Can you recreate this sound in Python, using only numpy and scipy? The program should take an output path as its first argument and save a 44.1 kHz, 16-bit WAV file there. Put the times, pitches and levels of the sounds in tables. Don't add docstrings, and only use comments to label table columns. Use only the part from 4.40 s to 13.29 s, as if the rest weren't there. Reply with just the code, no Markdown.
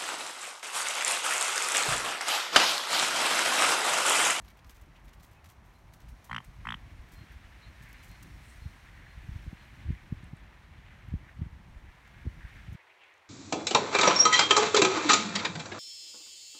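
import sys
import numpy as np
from scipy import signal
from scipy.fft import rfft, irfft, next_fast_len
from scipy.io import wavfile

SR = 44100
rng = np.random.default_rng(int(sys.argv[2]) if len(sys.argv) > 2 else 0)


def log_audio(samples):
    frames = np.atleast_2d(samples).T
    limited = np.clip(frames, -1, 1)
    pcm = np.round(limited * 32767).astype(np.int16)
    wavfile.write(sys.argv[1], SR, pcm)


N = 392049
TIME = np.arange(N) / SR
WIND_STOP_S = 8.358


def from_db(db):
    return 10 ** (np.asarray(db) / 20)


def rms_one(x):
    return x / np.sqrt(np.mean(x ** 2) + 1e-20)


def in_time(rows):
    return np.interp(TIME, *np.transpose(rows))


def coloured(x, points):
    hz, db = np.transpose(points)
    size = next_fast_len(N)
    octave = np.log2(np.maximum(np.arange(size // 2 + 1) * SR / size, 1))
    beyond = np.abs(octave - np.clip(octave, np.log2(hz[0]), np.log2(hz[-1])))
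    gain = from_db(np.interp(octave, np.log2(hz), db) - 21 * beyond)
    return irfft(rfft(x, size) * gain, size)[:N]


def noise(points):
    return rms_one(coloured(rng.standard_normal(N), points))


def drift(hz):
    step = 40
    pole = np.exp(-2 * np.pi * hz * step / SR)
    slow = signal.lfilter([1], [1, -2 * pole, pole * pole], rng.standard_normal(N // step + 2002))[2000:]
    return np.interp(np.arange(N) / step, np.arange(len(slow)), rms_one(slow))


def add(out, start_s, sound):
    i = max(int(round(start_s * SR)), 0)
    out[i:i + len(sound)] += sound[:max(N - i, 0)]


def by_chance(per_s, end_s, count=120):
    times = (np.arange(count) + rng.random(count)) / per_s
    return np.column_stack([times, rng.standard_normal((count, 2))])[times < end_s]


def breeze_on():
    return np.clip((WIND_STOP_S - TIME) / 0.0024, 0, 1)


def background(hum_drop_db=1, hiss_drop_db=4, top_drop_db=7):
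    # (f/Hz, level/dB)
    hum_spectrum = [(90, -3), (140, -17), (250, -17.5), (350, -2), (450, -4.5), (700, -0.5), (1000, 0.5),
                    (1300, -4.5), (1800, -12), (3000, -28)]
    hiss_spectrum = [(900, -12), (1300, -6), (1700, -0.5), (2100, -0.5), (2600, -5.5), (3400, -10.5),
                     (4200, -16), (5000, -22.5), (7000, -26)]
    top_spectrum = [(2500, -8), (4000, 4.5), (4900, 0), (5600, 3), (7400, -3.5), (9700, -2.5), (10400, -10),
                    (11200, -4.5), (15500, -10)]
    # (t/s, relative level/dB)
    hiss_level = [(0.0, -70), (0.42, -68.5), (1.41, -70.5), (2.8, -62), (2.93, -61), (5.55, -61.5),
                  (6.26, -64), (6.73, -63.5), (7.37, -65.5), (8.16, -60), (8.3, -60.5)]
    top_level = [(0.0, -78), (0.67, -78.5), (1.31, -78.5), (1.69, -74.5), (3.23, -73), (3.65, -69.5),
                 (4.23, -68.5), (4.62, -74), (4.85, -71.5), (4.99, -70.5), (6.1, -77.5), (7.54, -77),
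                 (8.18, -72.5), (8.3, -74.5)]
    calm = 1 - breeze_on()
    hum = from_db(-65 - hum_drop_db * calm) * noise(hum_spectrum)
    waver_db = 0.25 * drift(11) + 0.95 * drift(10.6) + drift(130)
    hiss = from_db(in_time(hiss_level) + 1 - hiss_drop_db * calm + waver_db) * noise(hiss_spectrum)
    top = from_db(in_time(top_level) + 1 - top_drop_db * calm + .5 * drift(27)) * noise(top_spectrum)
    return hum + hiss + top


def swirl(t, hz, cycles=0.68, slowing=0.28, late=0.11):
    turns = hz * t * (1 - slowing * np.tanh(hz * t))
    return -np.exp(-((turns - late) / cycles) ** 2) * np.cos(2 * np.pi * turns)


def wind(wake_db=-21, wake_s=0.017, gust_db=-29, gust_s=0.083):
    # (t/s, relative level/dB)
    breeze = [(0.0, -55.5), (1.39, -58), (2.44, -52.5), (3.13, -57.5), (3.59, -51), (4.5, -58),
              (4.93, -55.5), (6.17, -57), (6.65, -53.5), (7.45, -56), (7.61, -61), (7.76, -56),
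              (8.03, -53.5), (8.25, -55)]
    # (t/s, level/dB, f/Hz, forerunner re eddy/dB)
    buffets = [(.81, -46, 69, -8), (1.501, -45.5, 91, -10), (2.089, -39, 95, -17),
               (2.189, -40.5, 81.5, -15), (2.525, -41.5, 65, -14), (2.596, -41, 60, -4),
               (2.817, -39.5, 113.5, -2), (2.962, -43, 67.6, -19), (4.223, -38.5, 85, -16),
               (4.263, -30, 99, -25), (4.61, -47, 70, -15), (4.778, -39.5, 75, -17), (4.849, -40.5, 90, -2),
               (4.893, -30, 112, -20), (4.92, -35, 69.4, -22), (4.962, -30, 92, -14), (5.067, -39, 172, -8),
               (5.08, -30.5, 82, -20), (5.131, -34, 190, -25), (5.464, -31, 72, -20),
               (5.492, -25.5, 83.5, -27), (5.5059, -22, 137, -19), (5.527, -32, 77, -25),
               (5.7259, -24, 159, -42), (5.835, -40, 156, -26), (5.935, -32.5, 150, -33),
               (6.688, -37, 100, -4), (6.727, -33.5, 89, -22), (6.741, -24, 158, -20),
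               (6.752, -29.5, 83, -22), (6.994, -38.5, 130, -10), (7.0195, -24.5, 135, -20),
               (7.032, -32, 91, -20), (7.066, -33.5, 126, -26), (7.132, -39, 70, -10),
               (7.37, -39, 52.4, -8.5), (7.49, -40.5, 57.4, -9), (7.862, -36, 76, -24),
               (7.867, -35, 286, -2), (7.876, -25, 95.5, -27), (8.051, -39.5, 65.4, -12),
               (8.286, -36.5, 125, -23), (8.297, -37.5, 75, -25), (8.327, -32, 112, -24),
               (8.352, -35, 134, -20)]
    # (f/Hz, level/dB)
    rumble_spectrum = [(25, -16), (42, 2), (58, 2.5), (86, -4), (136, -8.5), (240, -16.5), (340, -21.5),
                       (420, -36.5), (520, -50)]
    wake_spectrum = [(35, 7), (60, 8.5), (120, -8), (200, -11.5), (330, -10.5), (460, -35)]
    breeze_db = in_time(breeze)
    eddies, wake_power, gust_power = np.zeros((3, N))
    t = np.arange(-.3, .3, 1 / SR)
    for at, db, hz, forerunner_db in buffets:
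        main = swirl(t, 0.98 * hz) + 0.19 * swirl(t, 1.95 * hz)
        forerunner = from_db(forerunner_db) * swirl(t + 3.5 / hz, 0.76 * hz)
        add(eddies, at + t[0], from_db(db) * (main + forerunner))
        add(wake_power, at + t[0], from_db(db + wake_db) ** 2 * np.exp(-(t / wake_s) ** 2))
        add(gust_power, at + t[0], from_db(db + gust_db) ** 2 * np.exp(-(t / gust_s) ** 2))
    lumpy = rms_one(noise(rumble_spectrum) * from_db(2.5 * drift(9.1)))
    rumble = np.sqrt(from_db(breeze_db + 2.5) ** 2 + gust_power) * lumpy
    for at, weakness, pitch in by_chance(per_s=5, end_s=WIND_STOP_S):
        db = np.interp(at, TIME, breeze_db) + 7 - weakness
        add(eddies, at + t[0], from_db(db) * swirl(t, hz=109 * 2 ** (0.42 * pitch)))
    return (rumble + eddies + np.sqrt(wake_power) * noise(wake_spectrum)) * breeze_on()


def crackle(snaps_per_s=820, snap_share=0.22):
    # (f/Hz, level/dB)
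    spectrum = [(2500, -7), (4000, -5), (6000, 2.5), (9000, 0.5), (10400, -1.5), (12000, 2.5),
                (15500, -1.5)]
    impulses = (rng.random(N) < snaps_per_s / SR) * rng.standard_normal(N)
    snaps = rms_one(coloured(impulses, spectrum))
    return np.sqrt(1 - snap_share) * noise(spectrum) + np.sqrt(snap_share) * snaps


def rustles(gain_db=-8, grain_db=3.5, attack_share=0.025, lead_s=0.00094):
    # (t/s, relative level/dB, body re treble/dB, T60/s)
    touches = [(.042, -62, 8, 0.2), (0.08, -52.5, 5, 0.093), (.102, -63, 5, .08), (0.17, -56, -2, 0.062),
               (.191, -57, 8, .03), (0.245, -53.5, 6.5, 0.032), (0.294, -46, 0.5, 0.12),
               (0.345, -57.5, 0, 0.15), (.412, -54, -6, 0.056), (.436, -61, -1, .05),
               (.562, -68, 14.5, 0.07), (.642, -64, -9, 0.14), (0.679, -59.5, 12, 0.11),
               (.732, -51, -1, 0.072), (.797, -57.5, 4.5, 0.13), (0.826, -52.5, -4, 0.22),
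               (1.043, -52, 3, 0.06), (1.056, -55, 2, 0.11), (1.088, -55.5, 0, 0.16),
               (1.536, -47.5, -2, 0.045), (1.601, -58.5, 4, 0.15), (1.684, -53, -3, 0.14),
               (1.842, -47.5, -5, 0.14), (2.043, -50.5, -4, 0.094), (2.686, -50, -8, .035),
               (2.715, -55, 1, 0.33), (2.921, -57, -8, .06), (3.42, -51, -12, 0.16), (3.488, -58, -12, .14),
               (3.529, -51, -12, 0.027), (3.627, -48.5, -15, 0.18), (3.681, -55, -12, 0.11),
               (3.714, -53, -12, 0.036), (3.827, -40, -11, 0.041), (7.676, -57, 8, 0.03),
               (8.327, -55.5, -10, .09)]
    # (f/Hz, level/dB)
    body_spectrum = [(500, -18), (1200, -4), (2500, -4), (4000, -7), (6000, -12.5)]
    light_touches = [(at, -67.5 + 4 * strength, 1, 0.21 * 2 ** (length / 2))
                     for at, strength, length in by_chance(per_s=11, end_s=1.6)]
    treble, body = np.zeros((2, N))
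    t = np.arange(SR // 2) / SR
    for at, db, body_db, t60 in list(touches) + light_touches:
        attack = 1 - np.exp(-t / (attack_share * t60))
        shower = from_db(db - 60 * t / t60) * attack
        add(treble, at - lead_s, shower)
        add(body, at - lead_s, shower * from_db(body_db))
    treble *= crackle() * rms_one(from_db(grain_db * drift(260)))
    body *= noise(body_spectrum) * rms_one(from_db(grain_db * drift(240)))
    return from_db(gain_db) * (treble + body)


def bird(scoop_hz=110, scoop_s=0.0132, gain_db=3):
    # (t/s, duration/s, f/Hz, relative level/dB)
    whistles = [(.075, .06, 2270, -70), (.955, 0.045, 2580, -70), (1.339, 0.043, 4130, -75),
                (2.745, 0.1, 4200, -67.5), (3.2, 0.11, 4205, -69.5), (3.222, 0.04, 3940, -66),
                (3.345, 0.035, 3890, -73), (3.57, .065, 4100, -71), (3.685, 0.12, 4215, -70.5),
                (4.2, 0.12, 4210, -72), (4.66, 0.1, 4205, -71.5), (5.16, 0.1, 4180, -71.5)]
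    out = np.zeros(N)
    for at, length, hz, db in whistles:
        t = np.arange(int(length * SR)) / SR
        phase = 2 * np.pi * np.cumsum(hz - scoop_hz * np.exp(-t / scoop_s)) / SR
        swell = np.sqrt(np.abs(np.sin(np.pi * t / length)))
        add(out, at, from_db(db + gain_db) * swell * np.sin(phase))
    return out * from_db(1.2 * drift(30))


def resonant_noise(hz, width, count):
    band = signal.butter(2, [hz / (1 + width), hz * (1 + width)], "band", fs=SR, output="sos")
    return rms_one(signal.sosfilt(band, rng.standard_normal(count)))


def rasps(width=0.17, grain_db=3.5):
    # (middle t/s, duration/s, centre f/Hz, level/dB)
    swells = [(0.568, 0.044, 2620, -67), (3.499, 0.41, 1950, -61.5), (4.1, 0.18, 8300, -68.5),
              (4.601, 0.38, 1860, -62), (5.52, 0.27, 2100, -62.5), (6.5, 0.32, 2150, -66.5),
              (6.879, 0.13, 1880, -59.5), (7.489, 0.056, 2000, -60.5), (7.829, .3, 2000, -69),
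              (8.039, 0.11, 1820, -57), (8.151, 0.14, 1970, -59), (8.41, .05, 2180, -59),
              (8.511, .04, 2350, -59), (8.635, 0.13, 2550, -58.5), (8.71, 0.11, 2150, -60)]
    out = np.zeros(N)
    for at, length, hz, db in swells:
        count = int(length * SR)
        swell = np.sin(np.linspace(0, np.pi, count))
        add(out, at - length / 2, from_db(db) * swell * resonant_noise(hz, width, count))
    return out * rms_one(from_db(grain_db * drift(120)))


def puff(t, hz):
    u = (np.pi * hz * t) ** 2
    return (1 - 2 * u) * np.exp(-u)


def airway_flaps(closed_hz=950, clap_s=0.0004, stiff_s=0.02, tired_s=0.0835, tiring_s=0.0135):
    # (t/s, duration/s, flap rate/Hz, level/dB, widest ring f/Hz, overtone/dB, stiffness 0-1)
    breaths = [(1.8975, 0.112, 61.2, -24, 3170, -15, 0.42), (2.2543, 0.095, 59.0, -24, 3600, -27, 0)]
    # (t/s from its start, level/dB, opening 0-1, ring re clap/dB)
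    push = [(0, -8, .62, -4), (.017, -1, .77, -5), (.045, 0, .98, -10), (0.067, -1, 1, -6.5),
            (.086, -5, .92, -4.5), (.107, -11, 0.33, -16)]
    # (t/s from the clap, share of its rise in pitch 0-1, level/dB)
    flap = [(-.003, 0.13, -25), (-.0012, 0.04, 0.5), (0, 0.12, -0.5), (.0009, 0.61, 1.5), (.0017, 0.91, -3),
            (.0032, .99, -2), (.0049, 0.64, -8), (.0085, 0.29, -26)]
    rings, claps, opening, throb = np.zeros((4, N))
    t = np.arange(-.004, .02, 1 / SR)
    knots = np.linspace(t[0], t[-1], 40)
    flap_s, rise_share, shape_db = np.transpose(flap)
    rise = np.interp(t, flap_s, rise_share)
    ring_shape = from_db(np.interp(t, flap_s, shape_db, left=-np.inf, right=-np.inf))
    push_s, *push_curves = np.transpose(push)
    for start, length, rate, db, widest_hz, overtone_db, stiffness in breaths:
        age = 0
        while age < length:
            push_db, width, ring_db = (np.interp(age, push_s, curve) for curve in push_curves)
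            free = 1 - stiffness * np.exp(-age / stiff_s)
            at = start + age
            gain = np.sqrt(free) * from_db(db + push_db)
            bend, flutter = (np.interp(t, knots, row) for row in rng.standard_normal((2, len(knots))))
            hz = (closed_hz + (free * width * widest_hz - closed_hz) * rise) * (1 + 0.066 * bend)
            phase = 2 * np.pi * (np.cumsum(hz) - hz[t < 0].sum()) / SR
            octave = from_db(overtone_db) * np.sin(2 * phase)
            third = from_db(overtone_db - 3) * np.sin(3 * phase)
            clap = np.exp(-.5 * (t / clap_s) ** 2) * (np.sin(phase) + third)
            ring = from_db(ring_db + 4 * flutter) * ring_shape * (np.sin(phase) + octave)
            add(rings, at + t[0], gain * (clap + ring))
            add(claps, at, [gain])
            add(opening, at + t[0], gain * ring_shape * (t > 0))
            add(throb, at + t[0], gain * puff(t - 0.0083, hz=125))
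            age += (1 + np.exp((age - tired_s) / tiring_s - 1)) / rate
    return rings, claps, opening, throb


def snorts(pipe_hz=236, pipe_t60=0.078, scatter_t60=0.24, spit_db=-26, scatter_db=-24, throb_db=-14):
    # (f/Hz, level re clap/dB, T60/s)
    throat_modes = [(1000, -24, 0.022), (1840, -18, 0.018), (3130, -20, 0.028)]
    # (f/Hz, level/dB)
    airway_response = [(300, -9), (500, -11.5), (660, -11), (890, -4), (1350, -4.5), (1900, -0.5),
                       (2350, -6), (2800, -4.5), (3200, 2), (3650, -2), (4200, -8.5), (5600, -5.5),
                       (6700, -19), (9000, -12)]
    spit_spectrum = [(500, -1), (1000, -2), (3400, -5), (4300, -14), (5500, -14), (6600, -15), (8500, -14),
                     (15000, -34)]
    rings, claps, opening, throb = airway_flaps()
    t = np.arange(SR // 10) / SR
    throat = sum(from_db(db - 60 * t / t60) * np.sin(2 * np.pi * hz * t) for hz, db, t60 in throat_modes)
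    voice = coloured(rings + signal.oaconvolve(claps, throat)[:N], airway_response)
    voice += from_db(spit_db) * opening * noise(spit_spectrum)
    pipe_envelope = from_db(-25 - 60 * t / pipe_t60) * (1 - np.exp(-2 * pipe_hz * t))
    windpipe = signal.oaconvolve(claps, pipe_envelope * np.cos(2 * np.pi * pipe_hz * t))[:N]
    tail = rng.standard_normal(len(t)) * from_db(-60 * t / scatter_t60)
    scatter = signal.oaconvolve(voice, tail / np.linalg.norm(tail))[:N]
    return voice + from_db(scatter_db) * scatter + from_db(throb_db) * throb + windpipe


def ticks(width=0.11, t60=0.0092, gain_db=-5):
    # (t/s, centre f/Hz, relative level/dB)
    bursts = [(5.842, 9200, -51), (5.968, 8500, -53), (6.686, 12000, -60), (8.639, 7000, -57),
              (8.74, 6600, -55), (8.779, 6300, -61)]
    out = np.zeros(N)
    t = np.arange(SR // 20) / SR
    for at, hz, db in bursts:
        add(out, at, from_db(db + gain_db - 60 * t / t60) * resonant_noise(hz, width, len(t)))
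    return out


def far_tones(waver=0.00494):
    # (middle t/s, duration/s, fundamental f/Hz, level/dB)
    tones = [(7.73, 0.28, 237.3, -66), (8.1, 0.3, 232.5, -63.5)]
    # (f/Hz, level/dB)
    band = [(1400, -2), (1900, 3), (2150, 2), (2450, -12), (2800, -12), (3100, -16)]
    out = np.zeros(N)
    for at, length, hz, db in tones:
        cycles = np.cumsum(hz * (1 + waver * drift(8.1))) / SR
        pulses = np.diff(np.floor(cycles), prepend=0)
        swell = np.sqrt(np.clip(1 - (2 * (TIME - at) / length) ** 2, 0, 1))
        out += from_db(db) * swell * rms_one(coloured(pulses, band))
    return out


def scene():
    return (background() + wind() + rustles() + bird() + rasps() + snorts() + ticks() + far_tones())[None]


def record(dry, cutoff_hz=15800):
    return signal.sosfilt(signal.ellip(12, .1, 80, cutoff_hz, fs=SR, output="sos"), dry)


dry = scene()
out = record(dry)
log_audio(out)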